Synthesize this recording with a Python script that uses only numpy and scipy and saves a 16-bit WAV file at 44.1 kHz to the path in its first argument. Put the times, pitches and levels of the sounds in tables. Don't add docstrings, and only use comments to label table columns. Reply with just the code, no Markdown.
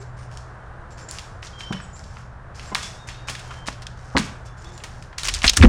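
import sys
import numpy as np
from scipy import signal
from scipy.fft import rfft, irfft
from scipy.io import wavfile

SR = 44100
rng = np.random.default_rng(int(sys.argv[2]) if len(sys.argv) > 2 else 0)


def digitize_waveform(pressure):
    field = np.atleast_2d(pressure).T
    bounded = np.clip(field, -1, 1)
    quanta = np.round(bounded * 32767).astype(np.int16)
    wavfile.write(sys.argv[1], SR, quanta)


N = 250884

# frequency_hz, relative_density_db
TRAFFIC_SPECTRUM = [(20, -4.5), (40, -4), (62, -1.5), (90, -5.5), (135, -9.5), (180, -12.5), (280, -18.5),
                    (420, -20.5), (700, -18.5), (1600, -20.5), (2400, -38), (5000, -48.5), (9500, -54),
                    (12000, -78)]
# time_s, level_db
TYRE_LEVEL = [(0.0, -45.5), (0.58, -43.5), (1.62, -44.5), (2.23, -47), (2.81, -43), (3.13, -45.5),
              (3.55, -43), (3.98, -46.5), (4.29, -41.5), (4.45, -45), (5.1, -46)]
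# time_s, level_db
HUM_LEVEL = [(0, -38), (.6, -45.5), (1.2, -51), (2.0, -46.5), (2.8, -50.5), (3.3, -42), (3.8, -44),
             (4.5, -43), (5.69, -55)]
# start_s, length_s, start_hz, end_hz, level_db
FAR_HOOTS = [(0.0, 0.046, 385, 395, -46), (.98, 0.18, 319.4, 334, -55), (4.62, 0.165, 335.5, 350, -52)]
# start_s, length_s, start_hz, end_hz, relative_level_db
BIRD_CHIRPS = [(0.0, 0.017, 7530, 7400, -58.5), (.17, 0.081, 8970, 8800, -67),
               (0.905, 0.036, 7460, 7250, -60), (1.002, 0.05, 7400, 7250, -58),
               (1.087, 0.0043, 7480, 6820, -36.5), (1.095, 0.036, 7340, 7150, -51),
               (1.81, 0.048, 7880, 7830, -55), (1.825, 0.034, 7200, 6720, -60),
               (1.926, 0.057, 6920, 7630, -52), (2.663, 0.03, 7500, 7450, -53),
               (4.582, 0.021, 7250, 6860, -60), (4.726, 0.076, 7340, 7130, -60)]
# frequency_hz, relative_gain_db
ECHO_SPECTRUM = [(200, 3.5), (600, -2), (1500, 2), (3000, 1), (6000, 1.5), (10000, 0), (15000, -1.5)]
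# frequency_hz, t60_s
ECHO_DECAY = [(200, 0.55), (800, 0.24), (2000, 0.47), (5500, 0.5), (10000, 0.54), (15000, 0.44)]
# time_s, relative_gain_db
ECHO_SHARE = [(0, -4.5), (1.7, -3.5), (3.3, -2.5), (3.7, -10.5), (4.17, -9.5), (4.84, -4.5), (5.18, -3.5),
              (5.35, -16), (5.45, -20.5), (5.65, -16)]
# pitch_ratio, gain_db
TRUNK_MODES = [(0.759, -8), (0.999, 0), (1.42, -13.5), (2.05, -14.5), (2.9, -24), (3.9, -47)]
# start_s, mode_peak_db, base_pitch_hz, swell_s, relative_crunch_db
GROUND_KNOCKS = [(1.707, -19.5, 204, 0.0037, -10), (1.728, -29.5, 189.6, 0.014, -13),
                 (2.716, -32.5, 200, 0.0077, -2.5), (2.715, -31.5, 1024, 0.011, -20),
                 (3.683, -27, 242, 0.0022, 2), (4.149, -15.5, 249, 0.0066, -6),
                 (4.158, -28, 354, 0.0085, -15), (4.161, -20.5, 274.4, 0.012, -21),
                 (4.183, -21, 211.5, 0.014, -28), (5.442, -19.5, 234, 0.0034, -1),
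                 (5.570, -27, 330, 0.0019, -10), (5.596, -18.5, 267, 0.0047, -16),
                 (5.634, 2, 244.3, 0.0089, -25), (5.660, -19, 258, 0.0084, -21)]
# start_s, mode_peak_db, base_pitch_hz, swell_s, relative_crunch_db
SOIL_THUDS = [(4.150, -19.5, 75, 0.008, -24), (5.247, -27.5, 43.1, 0.05, -18),
              (5.325, -28.5, 75.2, 0.04, -37), (5.455, -12.5, 54, 0.0086, -34),
              (5.51, -22.5, 49, 0.011, -35), (5.578, -16.5, 93, 0.01, -12),
              (5.604, -0.5, 84.2, 0.012, -21.5), (5.646, 0, 46.2, 0.016, -20)]
# start_s, end_s, start_hz, end_hz, level_db, relative_others_db, relative_echo_db, waver_ratio
WOOD_SQUEAKS = [(1.524, 1.613, 3210, 3180, -48.5, -22.5, -1.5, 0.0041),
                (1.595, 1.697, 3120, 3100, -42.5, -22, -5, 0.0057),
                (1.674, 1.795, 3127, 3010, -45, -27, -9.5, 0.013),
                (1.653, 1.787, 5560, 5410, -55.5, -37, -0.5, 0.021),
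                (2.813, 2.905, 3350, 3530, -46.5, -25, -6, 0.015),
                (2.97, 3.067, 3765, 3650, -54, -22, -7, .003),
                (3.117, 3.326, 3700, 3730, -56.5, -14, -19, 0.0043),
                (3.44, 3.74, 3125, 3160, -57.5, -34, -3, 0.0062),
                (4.456, 4.49, 3380, 3440, -61, -24, 2, 0.026),
                (4.645, 4.683, 3400, 3600, -53, -16, -5, 0.044)]
# start_s, length_s, level_db
TEAR_SPELLS = [(0, 0.021, -51), (0.163, 0.072, -56), (0.302, 0.048, -53), (0.902, 0.014, -51),
               (0.971, 0.041, -48.5), (1.08, 0.098, -45), (1.165, 0.085, -55), (1.421, 0.038, -44.5),
               (1.584, 0.042, -44), (1.66, 0.28, -64), (1.952, 0.051, -52.5), (2.03, 0.19, -57),
               (2.54, 0.16, -49), (2.82, 0.038, -38), (2.884, 0.061, -50.5), (3.066, 0.027, -41.5),
               (3.27, 0.029, -40), (3.383, 0.21, -52), (3.658, 0.022, -35), (3.72, .012, -52),
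               (3.967, 0.26, -55), (4.186, 0.081, -42.5), (4.448, 0.026, -50.5), (4.566, 0.23, -54.5),
               (4.85, 0.15, -57), (5.013, .03, -54.5), (5.177, 0.016, -33), (5.237, 0.045, -30),
               (5.346, 0.04, -35.5), (5.427, 0.061, -28.5), (5.56, 0.01, -21.5), (5.62, .03, -34.5)]
# frequency_hz, relative_gain_db
TWIG_SPECTRUM = [(500, -8), (1200, 4), (2200, 4.5), (3600, -2.5), (5500, 4.5), (7500, -1.5), (10000, -9.5),
                 (11500, -18), (15500, -37)]
# frequency_hz, gain_db
WOOD_SPECTRUM = [(60, 16), (300, 6.5), (900, 10.5), (2500, 8), (6000, 5.5), (9700, 2.5), (12000, -13.5)]
# start_s, relative_level_db, pitch_hz, skirt_db_per_octave, decay_s
FRACTURES = [(0.373, -35.5, 5760, 15, .0016), (1.1115, -27, 8240, 16, 0.00069),
             (1.1857, -31.5, 3420, 7.5, .002), (1.193, -37.5, 4560, 6, .0024),
             (1.4283, -34.5, 2280, 10.5, 0.0031), (1.468, -35.5, 4840, 26, .0065),
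             (1.6069, -33, 2720, 10, .0028), (1.725, -25.5, 1330, 6.5, 0.0051),
             (1.7322, -28, 1320, 7.5, 0.0017), (1.801, -33.5, 1480, 12, 0.0054),
             (1.993, -42, 5750, 18, .002), (2.0393, -43.5, 4670, 20, 0.0023),
             (2.1694, -32, 1300, 14, .0045), (2.596, -31.5, 2140, 9.5, 0.00085),
             (2.7485, -20, 5000, 5, 0.001), (2.7526, -17, 1490, 7.5, .002),
             (2.8288, -32.5, 5200, 10, 0.0075), (3.088, -27.5, 2720, 13, 0.00093),
             (3.285, -26, 1740, 4.5, .005), (3.2966, -30.5, 4500, 0.5, 0.0088),
             (3.351, -30, 2740, 10, .005), (3.3942, -36.5, 3100, 6, 0.0065), (3.5072, -29, 1270, 13, 0.012),
             (3.5396, -34.5, 1380, 9, 0.0039), (3.6736, -31, 4810, 11, 0.0065),
             (3.6782, -31, 6090, 9, 0.0044), (3.684, -22, 2200, 14, 0.0034), (3.727, -39, 3900, 14, .003),
             (3.8204, -38.5, 3460, 6, 0.01), (3.8678, -30, 4100, 10.5, 0.0026),
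             (4.1671, -9, 2040, 17, 0.0016), (4.1737, -10.5, 1110, 7, 0.004),
             (4.1824, -19.5, 4500, 7.5, 0.00099), (4.1881, -26, 2200, 3.5, 0.014),
             (4.645, -45, 4200, 6, 0.0029), (4.778, -41, 6690, 5, 0.0022), (4.802, -39.5, 2580, 26, 0.0058),
             (4.837, -33.5, 1820, 2, 0.012), (5.025, -43.5, 4000, 4, 0.002),
             (5.1283, -38.5, 1350, 10.5, 0.005), (5.183, -26, 5570, 4.5, 0.0028),
             (5.2331, -25.5, 4400, 2.5, 0.0046), (5.2527, -24, 5530, 5, 0.0066),
             (5.2629, -36, 2010, 3, 0.0055), (5.2735, -24, 6760, 6, 0.0023),
             (5.2842, -14.5, 3230, 8, 0.0064), (5.3387, -16.5, 5700, 14.5, 0.0049),
             (5.347, -22.5, 4950, 11, 0.0046), (5.358, -31, 4070, 16, .0026),
             (5.4186, -24.5, 2050, 7, 0.0056), (5.4306, -27.5, 3360, 5, .0055),
             (5.442, -12, 1940, 25, .0016), (5.4429, -9, 1890, 9.5, 0.0071),
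             (5.4516, -23.5, 2000, 1.5, 0.013), (5.4655, -19, 4740, 10, 0.011),
             (5.4783, -3, 3740, 30, 0.0045), (5.4803, -29, 4450, 13, 0.0055),
             (5.4869, -13.5, 3220, 32, 0.0013), (5.4923, -11.5, 3630, 27, .0035),
             (5.4963, -6.5, 4900, 12.5, 0.0032), (5.534, -26.5, 3800, 2.5, 0.0081),
             (5.5698, -7.5, 7650, 23, .002), (5.573, -12.5, 7450, 3.5, 0.0038),
             (5.6131, -19, 2560, 33, .0024), (5.6245, -8, 1350, 12, 0.0026),
             (5.627, -8.5, 1830, 15, 0.0054), (5.6339, -5.5, 1260, 12, 0.0048),
             (5.6482, -12.5, 1540, 11.5, 0.00065), (5.6539, -14, 1410, 17, 0.0025)]


def from_db(db):
    return 10 ** (np.asarray(db) / 20)


def unit_rms(x):
    return x / np.sqrt(np.mean(x ** 2) + 1e-20)


def in_time(rows):
    return np.interp(np.arange(N) / SR, *np.transpose(rows))


def at_hz(points, hz):
    frequencies, values = np.transpose(points)
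    return np.interp(np.log(np.maximum(hz, 1)), np.log(frequencies), values)


def band(low_hz, high_hz, order=2):
    return signal.butter(order, [low_hz, min(high_hz, .45 * SR)], "band", fs=SR, output="sos")


def coloured(x, spectrum):
    return irfft(rfft(x) * from_db(at_hz(spectrum, np.arange(N // 2 + 1) * SR / N)), N)


def causal(x, spectrum, size=4096):
    hz = np.arange(size // 2 + 1) * SR / size
    cepstrum = irfft(np.log(from_db(at_hz(spectrum, hz))))
    cepstrum[1:size // 2] *= 2
    cepstrum[size // 2 + 1:] = 0
    return irfft(rfft(x, size) * np.exp(rfft(cepstrum)))


def drift(rate_hz):
    knots = rng.standard_normal(400)
    return np.interp(np.arange(N) / SR * rate_hz, np.arange(len(knots)), knots)


def add(out, start_s, sound):
    i = max(round(start_s * SR), 0)
    out[i:i + len(sound)] += sound[:max(N - i, 0)]


def glide(length_s, start_hz, end_hz, waver):
    size = max(int(length_s * SR), 8)
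    hz = np.linspace(start_hz, end_hz, size) * (1 + waver * drift(107)[:size])
    return 2 * np.pi * np.cumsum(hz) / SR, np.sqrt(2) * signal.windows.tukey(size, .35)


def traffic(rumble_db=-40):
    noise = coloured(rng.standard_normal(N), TRAFFIC_SPECTRUM)
    rumble = unit_rms(signal.sosfilt(band(21, 313, order=3), noise))
    tyres = unit_rms(signal.sosfilt(band(215, 13000, order=3), noise))
    return from_db(rumble_db + 0.98 * drift(9.2)) * rumble + from_db(in_time(TYRE_LEVEL)) * tyres


def hum(pitch_hz=121.1):
    phase = 2 * np.pi * np.cumsum(pitch_hz + 0.876 * drift(4.25)) / SR
    return np.sqrt(2) * np.sin(phase) * from_db(in_time(HUM_LEVEL) + 0.35 * drift(11))


def calls(rows, waver, buzz_rad):
    out = np.zeros(N)
    for start_s, length_s, start_hz, end_hz, db in rows:
        phase, envelope = glide(length_s, start_hz, end_hz, waver)
        buzz = buzz_rad * drift(896)[:len(phase)]
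        add(out, start_s, from_db(db) * envelope * np.sin(phase + buzz))
    return out


def forest_echo(feed, build_s=0.0013):
    t, response = np.arange(int(.8 * SR)) / SR, 0
    scatter = rng.standard_normal(len(t))
    scatter = np.sign(scatter) * np.abs(scatter) ** 1.03
    edges_hz = 125 * 2. ** np.arange(8)
    for low, high in zip(edges_hz, edges_hz[1:]):
        centre_hz = np.sqrt(low * high)
        octave = signal.sosfiltfilt(band(low, high), scatter)
        decay = np.exp(-np.log(1000) * t / at_hz(ECHO_DECAY, centre_hz))
        response = response + octave * from_db(at_hz(ECHO_SPECTRUM, centre_hz)) * decay
    response = response * (1 - np.exp(-t / build_s))
    return signal.fftconvolve(feed, response / np.sqrt(np.sum(response ** 2)))[:N]


def blows(rows, modes, crunch_top_hz):
    out, t = np.zeros(N), np.arange(SR // 4) / SR
    for start_s, peak_db, hz, swell_s, crunch_db in rows:
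        swing = 0
        for ratio, db in modes:
            age = t / swell_s * np.sqrt(ratio)
            swing = swing - from_db(db) * age * np.exp(1 - age) * np.sin(2 * np.pi * hz * ratio * t)
        crunch_band = band(hz, max(crunch_top_hz, 3.3 * hz), order=4)
        grit = unit_rms(signal.sosfilt(crunch_band, rng.standard_normal(len(t))))
        age = 1.1 * t / swell_s
        crunch = from_db(crunch_db) * grit * age * np.exp(1 - age)
        add(out, start_s, from_db(peak_db) * (swing + crunch))
    return out


def squeaks():
    direct, feed = np.zeros(N), np.zeros(N)
    for start_s, end_s, start_hz, end_hz, db, others_db, echo_db, waver in WOOD_SQUEAKS:
        phase, envelope = glide(end_s - start_s, start_hz, end_hz, waver)
        others = sum(np.sin(phase * k / 4) for k in (3, 5, 6, 7))
        grip_db = 1.6 * drift(68)[:len(phase)]
        sound = from_db(db + grip_db) * envelope * (np.sin(phase) + from_db(others_db) * others)
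        add(direct, start_s, sound)
        add(feed, start_s, from_db(echo_db) * sound)
    return direct, feed


def tearing(ticks_per_s=1400, spread_db=2.5, tick_q=1.4, rustle_db=-7, attack_s=0.0097, fade_db_per_s=420):
    power, t = np.zeros(N), np.arange(SR // 2) / SR
    for start_s, length_s, db in TEAR_SPELLS:
        fade_db = fade_db_per_s * np.maximum(t - length_s, 0)
        envelope = np.minimum(t / attack_s, 1) * from_db(db - fade_db)
        add(power, start_s, envelope ** 2)
    sizes = from_db(spread_db * np.minimum(rng.exponential(1, N), 4)) * rng.choice([-1, 1], N)
    clicks = sizes * (rng.random(N) < ticks_per_s / SR)
    pitches_hz = np.geomspace(900, 12500, 9)
    click_hz = rng.choice(pitches_hz, N)
    ticks = sum(signal.lfilter(*signal.iirpeak(hz, tick_q, fs=SR), clicks * (click_hz == hz) + 1e-18)
                for hz in pitches_hz)
    twigs = unit_rms(ticks) + from_db(rustle_db) * rng.standard_normal(N)
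    return np.sqrt(power) * unit_rms(coloured(twigs, TWIG_SPECTRUM))


def fractures(ring_db=-12, ring_q=8, splinter_power=1.68, peak_octaves=.52, gain_db=-1):
    direct, feed = np.zeros(N), np.zeros(N)
    t, onset_samples = np.arange(int(.04 * SR)) / SR, int(.004 * SR)
    click = signal.unit_impulse(len(t))
    grid_hz = np.geomspace(60, 12000, 40)
    for start_s, db, pitch_hz, skirt_db_per_octave, decay_s in FRACTURES:
        fibres = rng.standard_normal(len(t))
        volley = np.sign(fibres) * np.abs(fibres) ** splinter_power * np.exp(-t / decay_s)
        modes_hz = np.geomspace(1300, 6000, 5) * 2 ** rng.uniform(-0.2, 0.92, 5)
        rings = sum(signal.lfilter(*signal.iirpeak(hz, ring_q, fs=SR), volley) for hz in modes_hz)
        click_gain = min(from_db(-6.5) * 0.0018 / decay_s, 2)
        burst = unit_rms(volley) + from_db(ring_db) * unit_rms(rings) + click_gain * unit_rms(click)
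        burst = burst / np.std(burst[:onset_samples])
        octaves_off = np.hypot(np.log2(grid_hz / pitch_hz), peak_octaves) - peak_octaves
        colour_db = db + gain_db + at_hz(WOOD_SPECTRUM, grid_hz) - skirt_db_per_octave * octaves_off
        colour = np.column_stack([grid_hz, colour_db])
        add(direct, start_s, causal(burst, colour))
        add(feed, start_s, np.sqrt(np.sum(burst ** 2)) * causal(click, colour))
    return direct, feed


def scene(treble_width=0.03528):
    cracks, crack_feed = fractures()
    tears = tearing()
    squeal, squeal_feed = squeaks()
    knocks = blows(GROUND_KNOCKS, TRUNK_MODES, crunch_top_hz=1090)
    thuds = blows(SOIL_THUDS, modes=[(0.96, 0)], crunch_top_hz=395)
    birds = calls(BIRD_CHIRPS, waver=.008, buzz_rad=0.66)
    hoots = calls(FAR_HOOTS, waver=0.059, buzz_rad=.15)
    breaking_feed = from_db(in_time(ECHO_SHARE)) * (from_db(-1.5) * crack_feed + from_db(-2) * tears)
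    echo = forest_echo(breaking_feed + from_db(-14) * knocks + squeal_feed + from_db(-3) * birds)
    tree = cracks + tears + knocks + thuds + squeal
    mono = traffic() + hum() + hoots + from_db(2.5) * birds + echo + tree
    side = treble_width * np.gradient(mono)
    return np.array([mono + side, mono - side])


def record(dry, cutoff_hz=15900):
    clipped = np.clip(dry, -1, 1)
    return signal.sosfilt(signal.ellip(10, .1, 70, cutoff_hz, fs=SR, output="sos"), clipped)


dry = scene()
out = record(dry)
digitize_waveform(out)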